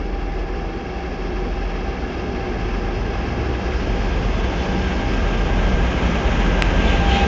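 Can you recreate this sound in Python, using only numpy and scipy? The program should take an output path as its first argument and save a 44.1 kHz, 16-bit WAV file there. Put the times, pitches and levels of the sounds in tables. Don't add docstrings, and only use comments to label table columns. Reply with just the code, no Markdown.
import sys
import numpy as np
from scipy import signal
from scipy.fft import rfft, irfft
from scipy.io import wavfile
from scipy.ndimage import uniform_filter1d

SR = 44100
rng = np.random.default_rng(int(sys.argv[2]) if len(sys.argv) > 2 else 0)


def generate_wav(sig):
    pcm = np.round(np.clip(np.atleast_2d(sig).T, -1, 1) * 32767).astype(np.int16)
    wavfile.write(sys.argv[1], SR, pcm)


N = 320607
TIME = np.arange(N) / SR
BINS = np.fft.rfftfreq(N, 1 / SR)

CRANK_HZ = 14.37
FIRST_CANCEL_S, BEAT_S = .95, 1.28
SPEED_M_PER_S, TRACK_DISTANCE_M, ABREAST_S = 10.0, 25.0, 8.095
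IN_OPEN_S, OPENING_S = 3.85, 0.41
EMERGE_S, EMERGING_S = 1.6, 0.45
ROLL_DB, ROLL_FALLOFF = -27, 1.082
# [t/s, half-width/s, gain/dB]
LOAD_SWELLS = [(1.5, .6, 1.5), (3.88, 0.6, 4), (4.85, 0.32, 1.5), (5.9, 0.22, 5.5), (6.98, 0.2, 3.5)]


def gain_of(db):
    return 10 ** (np.asarray(db) / 20)


def evened(x):
    return x / np.sqrt(np.mean(x ** 2) + 1e-20)


def noise():
    return rng.standard_normal(N)


def colour(x, spectrum):
    hz, db = np.transpose(spectrum)
    knots = np.log2(hz)
    pitch = np.log2(BINS + 1)
    octaves_outside = np.maximum(knots[0] - pitch, 0) + np.maximum(pitch - knots[-1], 0)
    level_db = np.interp(pitch, knots, db) - 48 * octaves_outside
    return evened(irfft(rfft(x) * gain_of(level_db), N))


def low_pass(x, edge_hz):
    taps = signal.firwin(601, edge_hz, window=("kaiser", 9), fs=SR)
    return signal.oaconvolve(x, taps, "same")


def drift(rate_hz):
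    coarse = TIME[::100]
    hz = np.fft.rfftfreq(len(coarse), coarse[1])
    smoothing = np.exp(-(hz / rate_hz) ** 2) * (hz > 0)
    slow = irfft(rfft(rng.standard_normal(len(coarse))) * smoothing, len(coarse))
    return np.interp(TIME, coarse, evened(slow))


def step(middle_s, scale_s):
    return 1 / (1 + np.exp((middle_s - TIME) / scale_s))


def bell(middle_s, half_s):
    return np.exp(-((TIME - middle_s) / half_s) ** 2)


def swelling(rows):
    return gain_of(sum(db * bell(s, half_s) for s, half_s, db in rows))


def ahead_m():
    return SPEED_M_PER_S * (ABREAST_S - TIME)


def distance_m():
    return np.hypot(ahead_m(), TRACK_DISTANCE_M)


def carried(abreast_db, falloff):
    return gain_of(abreast_db) * (TRACK_DISTANCE_M / distance_m()) ** falloff


def approaching(far, near):
    nearness = step(IN_OPEN_S, OPENING_S)
    return np.sqrt(1 - nearness) * far + np.sqrt(nearness) * near


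def tone(hz, waver_hz, scatter):
    turns = np.cumsum(hz + waver_hz * drift(4.24)) / SR
    path = 1 + scatter * (drift(22) + 1j * drift(14))
    return evened((path * np.exp(2j * np.pi * turns)).real)


def cranks():
    leader = CRANK_HZ * TIME
    beats = (TIME - FIRST_CANCEL_S) / BEAT_S + .5
    return leader, leader - beats / 3


def engine_pair(orders, trailing_db, flutter):
    out = np.zeros(N)
    for order, db in orders:
        start = rng.random()
        lead, trail = (np.exp(2j * np.pi * (order * turns + start)) for turns in cranks())
        unsteady = 1 + flutter * (drift(3.2) + 1j * drift(5))
        pair = lead + gain_of(trailing_db) * trail
        out += gain_of(db) * (pair * unsteady).real
    return evened(out)


def hiss(flutter_db=2.0):
    # [f/Hz, level/dB per Hz]
    spectrum = [(3800, -12), (4350, 0), (4620, -3), (5100, 2), (5600, -3), (6800, -17)]
    # [t/s, level/dB]
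    course = [(0, -60), (1.9, -57), (2.4, -56.5), (3.25, -56), (3.65, -51), (4.62, -48), (4.77, -46.5),
              (4.95, -48), (5.5, -50.5), (6.1, -54.5), (7.3, -60.5)]
    level_db = np.interp(TIME, *np.transpose(course)) + flutter_db * drift(11.0)
    return gain_of(level_db) * colour(noise(), spectrum)


def whistle():
    # (t/s, half-width/s, f/Hz, level/dB)
    row = (4.5, 0.4, 3457.5, -50)
    s, half_s, hz, db = row
    return gain_of(db) * bell(s, half_s) * tone(hz, waver_hz=6.4, scatter=0.59)


def warble(start_hz=1700, sink_hz_per_s=12, level_db=-48.5, middle_s=2.76, half_s=2.0):
    whine = tone(start_hz - sink_hz_per_s * TIME, waver_hz=19, scatter=0.36)
    return gain_of(level_db) * bell(middle_s, half_s) * whine


def engine_room_hums():
    # [t/s, half-width/s, f/Hz, level/dB]
    rows = [(0.599, 1.3, 328, -45.5), (0.699, 1.5, 488.6, -45), (.8, 1.7, 641, -52),
            (0.808, 1.1, 700, -55.5), (1.996, 2.1, 763, -51.5), (2.298, 1.2, 247.4, -41),
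            (3.201, 2.2, 211.8, -42), (3.202, 0.94, 114.6, -38.5), (2.595, 1.1, 811, -47),
            (3.204, 1.8, 319.2, -42.5), (3.603, 1.1, 481, -43.5), (4.0, .6, 522, -46),
            (3.899, 0.82, 698, -47), (4.7, .6, 186.3, -35)]
    return sum(gain_of(db) * bell(s, half_s) * tone(hz, waver_hz=1.1, scatter=0.25)
               for s, half_s, hz, db in rows)


def gears():
    # [f/Hz, level/dB relative to the rolling noise]
    rows = [(484, -16.5), (575, -20), (635, -14.5), (708, -14.5), (1981, -22.5), (2151, -26.5),
            (2550, -21.5)]
    tones = sum(gain_of(db) * tone(hz, waver_hz=2.68, scatter=0.65) for hz, db in rows)
    return step(EMERGE_S, EMERGING_S) * carried(ROLL_DB, ROLL_FALLOFF) * tones


def cooling_fan(level_db=-41.0, fan_hz=366):
    # [t/s, half-width/s, gain/dB]
    swell = [(2.55, 1.7, 5.5)]
    return gain_of(level_db) * swelling(swell) * tone(fan_hz, waver_hz=0.92, scatter=0.49)


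def blowers(abreast_hz=793, head_on_rise_hz=7.0, trail_hz=785.5, trail_far_db=-41.0, trail_near_db=-48.0):
    # [t/s, half-width/s, gain/dB]
    lead_swells = [(.12, 0.15, 6), (2.4, 0.75, -5), (4.85, 0.35, 5.5), (7.17, 0.22, 12.5)]
    # [t/s, half-width/s, gain/dB]
    octave_swells = [(4.7, 0.36, 3), (5.4, 0.22, 1.5), (6.1, 0.27, -4), (6.55, 0.078, 5),
                     (6.88, 0.067, 4.5), (7.2, 0.14, -0.5)]
    hz = abreast_hz + head_on_rise_hz * ahead_m() / distance_m()
    lead = carried(-37, 1) * swelling(lead_swells) * tone(hz, waver_hz=1.35, scatter=0.59)
    octave = carried(-35, 2) * swelling(octave_swells) * tone(2 * hz, waver_hz=2.2, scatter=0.15)
    trail_db = trail_far_db + (trail_near_db - trail_far_db) * step(IN_OPEN_S, OPENING_S)
    trail = gain_of(trail_db) * tone(trail_hz, waver_hz=0.5, scatter=0.27)
    return lead + trail + step(EMERGE_S, EMERGING_S) * octave


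def tick(push_db=-8, push_lead_s=.0007, push_half_s=.00022, ring_rise_s=.0004):
    # (t/s, level/dB, length/s, starting f/Hz, final f/Hz)
    shape = (6.62262, -2.2, .00128, 3780, 1000)
    # [f/Hz, level/dB relative to the falling cycles, time/s to decay by 60 dB]
    modes = [(3950, -5.8, .0042), (4700, -8.5, .0042), (6650, -19, .006), (7400, -16, .0055)]
    s, level_db, length_s, start_hz, end_hz = shape
    push = gain_of(push_db) * bell(s - push_lead_s, push_half_s)
    age = np.maximum(TIME - s, 0)
    progress = np.minimum(age / length_s, 1)
    hz = start_hz + (end_hz - start_hz) * progress
    turns = np.cumsum((age > 0) * hz) / SR
    snap = np.sin(np.pi * progress) * np.sin(2 * np.pi * turns)
    ring = sum(gain_of(db - 60 * age / t60) * np.sin(2 * np.pi * mode_hz * age)
               for mode_hz, db, t60 in modes)
    return push + gain_of(level_db) * (snap + np.minimum(age / ring_rise_s, 1) * ring)


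def flanges(rasp_db=-2.0, rub_half_s=0.093):
    # [f/Hz, level/dB per Hz]
    spectrum = [(900, -23), (2000, -4.5), (2700, -2.5), (3200, -2), (4000, -10), (5000, -19), (7000, -20.5),
                (7500, -30)]
    # [t/s, level/dB before rasp_db]
    rubs = [(6.9, -29.5), (7.16, -26.5)]
    # [t/s, half-width/s, f/Hz, level/dB]
    squeals = [(6.835, .016, 2650, -35), (6.863, .02, 3020, -36), (6.882, 0.022, 3480, -38),
               (6.91, .022, 3010, -37), (6.928, 0.014, 2790, -38), (6.94, .028, 2570, -38),
               (7.013, .013, 2730, -35), (7.082, 0.018, 3190, -33), (7.123, .016, 2970, -32.5),
               (7.14, 0.034, 4145, -44), (7.145, 0.023, 3210, -34), (7.16, .014, 2965, -34),
               (7.185, 0.02, 2770, -34.5), (7.23, 0.035, 2555, -33)]
    singing = sum(gain_of(db) * bell(s, half_s) * tone(hz, waver_hz=6.24, scatter=0.12)
                  for s, half_s, hz, db in squeals)
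    rubbing = sum(gain_of(db) * bell(s, rub_half_s) for s, db in rubs)
    return gain_of(rasp_db) * rubbing * colour(noise(), spectrum) + singing


def bridge(boom_db=-23, boom_falloff=1.19, girders_db=-33, unloaded_db=-16):
    # [f/Hz, level/dB per Hz]
    boom_spectrum = [(14, -25), (25, -17.5), (33, -10.5), (39, -10.5), (47, -8), (57, 1), (66, -1.5),
                     (78, -11), (90, -9.5), (110, -30)]
    # [f/Hz, level/dB per Hz]
    girder_spectrum = [(80, -8), (90, -5.5), (99, -3), (114, -4), (128, -8), (140, -21)]
    boom = colour(noise(), boom_spectrum)
    steady = boom / np.sqrt(uniform_filter1d(boom ** 2, size=6000) + 1e-3)
    load = step(2.35, .22)
    girder_gain = gain_of(girders_db + unloaded_db * (1 - load))
    girders = girder_gain * colour(noise(), girder_spectrum)
    return carried(boom_db, boom_falloff) * swelling(LOAD_SWELLS) * steady + girders


def with_echo(direct, share):
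    # [t/s, step f/Hz]; the reflection lags by 1 / step
    hollow_step = [(0, 552), (2.4, 543), (4.1, 535), (7.3, 520)]
    late = TIME - 1 / np.interp(TIME, *np.transpose(hollow_step))
    return direct + share * np.interp(late, TIME, direct)


def wheels(flicker_db=0.7, pulse_depth=0.011, dull_db=-1.0, clear_s=0.73, clearing_s=.35):
    # [f/Hz, level/dB per Hz]
    far_spectrum = [(600, -26.5), (900, -2.5), (1300, 2.5), (1480, -2), (1680, 1.5), (1900, -4), (2200, -2),
                    (2450, -4), (2620, -2), (2760, -3), (2900, -8.5), (3100, -7), (3350, -9), (3600, -14),
                    (4000, -16.5), (4190, -18), (4350, -14), (4620, -16), (5050, -13), (6000, -19.5),
                    (6500, -26.5), (7400, -32.5)]
    # [f/Hz, level/dB per Hz]
    near_spectrum = [(600, -34.5), (900, -1.5), (1300, 4), (1450, -0.5), (1630, 4), (1830, -1.5), (2200, 0),
                     (2750, -1), (3200, -3), (3700, -10.5), (4400, -17), (5200, -15), (6500, -17.5),
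                     (7400, -28)]
    far = colour(with_echo(noise(), .17), far_spectrum)
    near = colour(with_echo(noise(), .09), near_spectrum)
    body = low_pass(far, 2400)
    treble_gain = gain_of(dull_db * (1 - step(clear_s, clearing_s)))
    far = body + treble_gain * (far - body)
    pulse = 1 + pulse_depth * np.cos(2 * np.pi * cranks()[0])
    flicker = gain_of(flicker_db * drift(35))
    return carried(ROLL_DB, ROLL_FALLOFF) * flicker * pulse * approaching(far, near)


def exhaust(uneven=0.062, puff_share=0.22):
    # [f/Hz, level/dB per Hz]
    far_spectrum = [(70, -9.5), (90, -3), (112, -3.5), (128, -4.5), (142, -6.5), (175, -3.5), (250, -2),
                    (290, -2), (340, -2.5), (390, 0), (485, -4), (510, -9.5), (700, -7.5), (815, -9.5),
                    (850, -11), (1100, -24.5)]
    # [f/Hz, level/dB per Hz]
    near_spectrum = [(70, 0.5), (110, -2.5), (142, -2), (168, 2), (235, 2), (285, -2), (345, -2.5),
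                     (385, -2), (470, -3), (520, -4.5), (640, -5.5), (750, -9), (900, -8), (1150, -21.5)]
    gas = np.zeros((2, N))
    for turns in cranks():
        strength = 1 + uneven * np.cos(2 * np.pi * turns)
        puff = 1 + puff_share * np.cos(2 * np.pi * 12 * turns)
        gas += strength * puff * rng.standard_normal((2, N))
    roar = approaching(colour(gas[0], far_spectrum), colour(gas[1], near_spectrum))
    return carried(-21.5, 0.94) * roar


def engines(drone_db=-27.5, build_db=6.5):
    # [multiple of the crank speed, relative level/dB]
    drone_orders = [(1, -34), (1.5, -23.5), (2, -15), (3, 3)]
    # [multiple, relative level/dB]
    throb_orders = [(3.5, 1), (4, -4.5), (4.5, 3.5), (5, -18), (5.5, -13), (6, -12), (8, -12), (9, -9.5)]
    # [multiple of the crank speed, relative level/dB]
    firing_orders = [(6, -9), (7.5, -5.5), (8, -5.5), (8.5, -11.5), (9, -5), (10.5, -13.5), (11, -0.5),
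                     (11.25, -9.5), (11.5, -7.5), (12, 5), (12.5, -3.5), (12.94, -1), (13.5, 1), (14, -11),
                     (14.75, -3.5), (17, -6.5), (17.5, -6.5)]
    built = step(4.76, .5)
    drone = engine_pair(drone_orders, trailing_db=1.0, flutter=0.066)
    throb = engine_pair(throb_orders, trailing_db=-15.0, flutter=0.091)
    firing = engine_pair(firing_orders, trailing_db=-11.0, flutter=0.1)
    out = gain_of(drone_db + build_db * built) * drone
    out += carried(-28.0, 0.67) * swelling(LOAD_SWELLS) * throb
    return out + carried(-26, 1.36) * firing


def scene():
    machinery = engine_room_hums() + gears() + cooling_fan() + blowers()
    train = hiss() + whistle() + warble() + machinery + flanges() + bridge()
    train += wheels() + exhaust() + engines()
    return (low_pass(train, 7470) + tick())[None]


def record(dry, overload=.72, edge_hz=8750):
    rounded = dry[0] / (1 + (dry[0] / overload) ** 16) ** (1 / 16)
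    return low_pass(rounded, edge_hz)[None]


dry = scene()
out = record(dry)
generate_wav(out)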